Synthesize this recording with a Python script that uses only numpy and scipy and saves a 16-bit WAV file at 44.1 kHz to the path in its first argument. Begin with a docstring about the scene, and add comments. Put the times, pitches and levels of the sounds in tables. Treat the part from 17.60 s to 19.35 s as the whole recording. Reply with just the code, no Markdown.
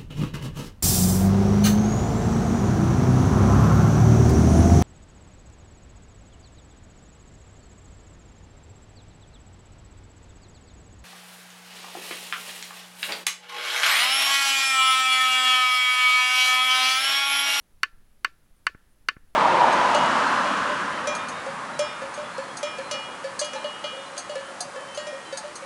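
"""Outdoors, at arm's length: the back of a hatchet drives a hand-held wooden stake in four sharp knocks.
Each blow is a tick of steel on wood, a short crack and a damped ring over a dull thud in the soil;
the surroundings answer faintly. A soft bump follows each of the last two blows.
Underneath lie a light rumble of air, hiss, faint chirps and a thin high whine."""
import sys
import numpy as np
from scipy import signal
from scipy.fft import rfft, irfft
from scipy.io import wavfile

SR = 44100
rng = np.random.default_rng(int(sys.argv[2]) if len(sys.argv) > 2 else 0)


def transcribe(signal):
    """Save signal, clipped to [-1, 1], as a 16-bit WAV file at the path in sys.argv[1]."""
    frames = np.atleast_2d(signal).T
    limited = np.clip(frames, -1, 1)
    pcm = np.round(limited * 32767).astype(np.int16)
    wavfile.write(sys.argv[1], SR, pcm)


N = 77175

# Bed of still air and hiss. 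Each row: frequency in Hz, spectral level in dB.
AIR_SPECTRUM = [(20, 3), (35, -9), (60, -9.5), (110, -18.5), (200, -21), (400, -28.5), (800, -33),
                (1600, -34.5), (3000, -39), (6000, -42), (9500, -43), (10000, -40.5), (10600, -41),
                (16000, -46.5)]
# Electronic whine. Each row: pitch in Hz, level in dB.
WHINE_TONES = [(9981, -82), (10057, -82.5)]
# High chirps. Each row: peak time in seconds, level in dB.
CHIRPS = [(.012, -75), (.382, -89), (.975, -74), (1.318, -75.5), (1.58, -85)]
# Hatchet blows. Each row: start in seconds, level in dB, ring brightness in dB per octave,
# tick trim in dB, tick cutoff in Hz, thud trim in dB, far scatter trim in dB.
BLOWS = [(.2321, 0.9, -0.2, 0, 15000, -5.5, 0.5), (0.6465, -0.94, -2, -3.5, 12500, -2, -4),
         (1.067, -0.44, -2, -4.5, 10800, -0.5, 3), (1.486, -0.4, 0.5, -7.5, 14500, -0.5, 0)]
# Tick of steel on wood. Each row: frequency in Hz, spectral level in dB.
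TICK_SPECTRUM = [(300, -7), (2000, -0.5), (3300, -7.5), (4300, 7.5), (5000, -10), (6000, -3), (6600, -10),
                 (7500, -5.5), (10800, -8), (12200, -15), (16000, -11.5)]
# What a blow sets ringing: the stake, its thud in the soil, a faint after-ring (likely the hatchet
# head) and a low jolt. Each row: pitch in Hz, level in dB, time to fall 60 dB in seconds.
STAKE_MODES = [(1122, -13.8, .03), (1379, -7.4, .017), (1489, -14.4, .034), (1573, -36, .05),
               (1742, -7, .014), (1752, -19.5, .058), (1882, -14, .01), (2070, -21.9, .04),
               (2198, -34, .05), (2414, -14.8, .027), (2539, -25.5, .05), (2753, -13.2, .025),
               (2838, -15.2, .029), (3023, -24, .042), (3618, -21.6, .018), (3850, -31, .028),
               (4427, -11.9, .015), (4556, -16, .017), (4646, -30, .034), (5215, -33, .03),
               (5643, -19, .011), (6071, -23.6, .014)]
THUD_MODES = [(287, -45.5, 0.057), (445, -50, .025), (557, -49, 0.01), (736, -46, 0.021), (935, -32, .025)]
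HEAD_MODES = [(1362, -51.5, .32), (1746, -53, .28), (2290, -56, .15), (2460, -57, .2), (4480, -52, .13)]
JOLT_MODES = [(40.4, -55, .2), (90, -58.5, .08)]
# Slaps off the ground and nearby things. Each row: delay in seconds, gain in dB.
ECHOES = [(.0068, -27.5), (0.022, -29.5)]
# Scatter from the surroundings, near and far. Each row: frequency in Hz, spectral level in dB.
NEAR_SPECTRUM = [(200, -14.5), (900, -14), (1300, -0.5), (1750, 6), (2000, -5.5), (2450, 2), (3300, -8.5),
                 (4500, -8), (6000, -15), (8000, -23), (14000, -37)]
FAR_SPECTRUM = [(200, -13.5), (1000, -8), (1350, 3), (1750, 7), (2100, -6), (2600, -7.5), (4500, -19),
                (12000, -33.5)]
# Soft bumps. Each row: start in seconds, trim in dB.
BUMPS = [(1.1459, 2), (1.5644, 2)]

TICK_LEAD_S, SETTLE_DELAY_S, NEAR_DELAY_S, FAR_DELAY_S = .0002, .029, .011, .08
BRIGHT_PIVOT_HZ, BAND_TOP_HZ = 1800, 16400


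def amp(db):
    """Decibels to gain."""
    return 10 ** (np.asarray(db) / 20)


def unit(x):
    """Scales to rms 1."""
    return x / np.sqrt(np.mean(x ** 2) + 1e-20)


def add(mix, start_s, sound):
    """Lays a sound into the mix."""
    part = mix[max(round(start_s * SR), 0):][:len(sound)]
    part += sound[:len(part)]


def noise(n, spectrum):
    """Noise at rms 1, coloured by a curve of (Hz, dB) points."""
    points_hz, points_db = np.transpose(spectrum)
    hz = np.fft.rfftfreq(n, 1 / SR)
    curve_db = np.interp(np.log(hz + 1), np.log(points_hz + 1), points_db)
    return unit(irfft(rfft(rng.standard_normal(n)) * amp(curve_db), n))


def cut(x, hz, kind, order):
    """Butterworth high-pass or low-pass."""
    return signal.sosfilt(signal.butter(order, hz, kind, fs=SR, output="sos"), x)


def fade(t, t60):
    """Exponential decay by 60 dB in t60 seconds."""
    return np.exp(-np.log(1000) * t / t60)


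def pulse(t, hz, width_s):
    """A burst of a cycle or two around t = 0."""
    return np.exp(-(t / width_s) ** 2) * np.cos(2 * np.pi * hz * t)


def ring(modes, t, bright_db=0, detune=.002, rise_s=.002):
    """Damped modes, struck together; the grip detunes them a little at each blow."""
    hz, db, t60 = np.transpose(modes)[:, :, None]
    hz = hz * (1 + detune * rng.standard_normal(hz.shape))
    gain = amp(db + bright_db * np.log2(hz / BRIGHT_PIVOT_HZ))
    partials = gain * fade(t, t60) * np.sin(2 * np.pi * hz * t)
    return partials.sum(0) * (1 - np.exp(-t / rise_s))


def air(gust_db=2.5, gust_s=.15):
    """Steady hiss over a rumble that swells as the air moves."""
    bed = noise(N, AIR_SPECTRUM)
    rumble = cut(bed, 150, "low", order=1)
    gust = unit(cut(rng.standard_normal(N), .5 / gust_s, "low", order=2))
    return amp(-56) * (bed + rumble * (amp(gust_db * gust) - 1))


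def whine(t):
    """A thin electronic whine of two close tones."""
    return sum(amp(db) * np.sin(2 * np.pi * (hz * t + rng.random())) for hz, db in WHINE_TONES)


def chirps(t, pitch_hz=9150, width_s=.022):
    """Short, soft swells of a narrow high band, perhaps a distant insect."""
    flutter = cut(rng.standard_normal(N), 400, "low", order=3)
    buzz = unit(flutter * np.sin(2 * np.pi * pitch_hz * t))
    return buzz * sum(amp(db) * np.exp(-((t - peak_s) / width_s) ** 2) for peak_s, db in CHIRPS)


def tick(t, top_hz):
    """Steel meets wood in a bright snap of noise."""
    snap = noise(len(t), TICK_SPECTRUM) * fade(t, t60=.013)
    return amp(-20.5) * cut(snap, top_hz, "low", order=4)


def stake(t, bright_db):
    """Crack and ring of the wood; the thin stake radiates little below its first strong mode."""
    crack = amp(-7.5) * pulse(t - .0016, hz=1780, width_s=.0007)
    return cut(crack + ring(STAKE_MODES, t, bright_db), 830, "high", order=6)


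def soil_thud(t):
    """The stake thuds in the soil, and the blow pushes out one short puff of air."""
    puff = amp(-32) * pulse(t - .0017, hz=506, width_s=.0014)
    return ring(THUD_MODES, t) + puff


def blows():
    """The hatchet strikes: tick on top, ringing wood as the body, thud below, scatter as the tail."""
    out, t = np.zeros(N), np.arange(SR // 2) / SR
    for start_s, db, bright_db, tick_db, tick_top_hz, thud_db, far_db in BLOWS:
        add(out, start_s - TICK_LEAD_S, amp(tick_db) * tick(t, tick_top_hz))
        thud = amp(thud_db) * soil_thud(t)
        body = stake(t, bright_db) + ring(HEAD_MODES, t) + ring(JOLT_MODES, t)
        add(out, start_s, amp(db) * body + thud)
        settle = amp(-13) * cut(thud, 416, "low", order=2)  # the foot of the stake beds in
        add(out, start_s + SETTLE_DELAY_S, settle)
        add(out, start_s + NEAR_DELAY_S, scatter(t, NEAR_SPECTRUM, db - 46, t60=.16))
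        add(out, start_s + FAR_DELAY_S, scatter(t, FAR_SPECTRUM, far_db - 69, t60=.7))
    return out


def echoes(hits):
    """The ground and nearby things throw back single, dulled slaps."""
    out, dulled = np.zeros(N), cut(hits, 2600, "low", order=2)
    for delay_s, db in ECHOES:
        add(out, delay_s, amp(db) * dulled)
    return out


def scatter(t, spectrum, db, t60):
    """Many small echoes blur into a diffuse tail."""
    return amp(db) * noise(len(t), spectrum) * fade(t, t60)


def bumps(turn_s=.0044, width_s=.0008):
    """A muffled touch on the wood, then a low push that swings back."""
    out, t = np.zeros(N), np.arange(SR // 5) / SR
    since_turn = t - turn_s
    swell = np.exp(-(since_turn / width_s / 2) ** 2)
    envelope = np.where(since_turn < 0, swell, fade(abs(since_turn), t60=.036))
    push = -amp(-40.5) * np.tanh(2 * since_turn / width_s) * envelope
    for start_s, db in BUMPS:
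        touch = amp(-35) * cut(stake(t, bright_db=0), 2350, "low", order=8)
        add(out, start_s, amp(db) * (touch + push))
    return out


def scene():
    """Knocks, bumps and their echoes over the quiet outdoor bed, in mono."""
    t = np.arange(N) / SR
    hits = blows() + bumps()
    return (air() + whine(t) + chirps(t) + hits + echoes(hits))[None]


def record(dry):
    """A steep low-pass shaves off the very top of the mix."""
    lowpass = signal.firwin(255, BAND_TOP_HZ, window=("kaiser", 9), fs=SR)
    return signal.oaconvolve(dry, lowpass[None], "same")


dry = scene()
out = record(dry)
transcribe(out)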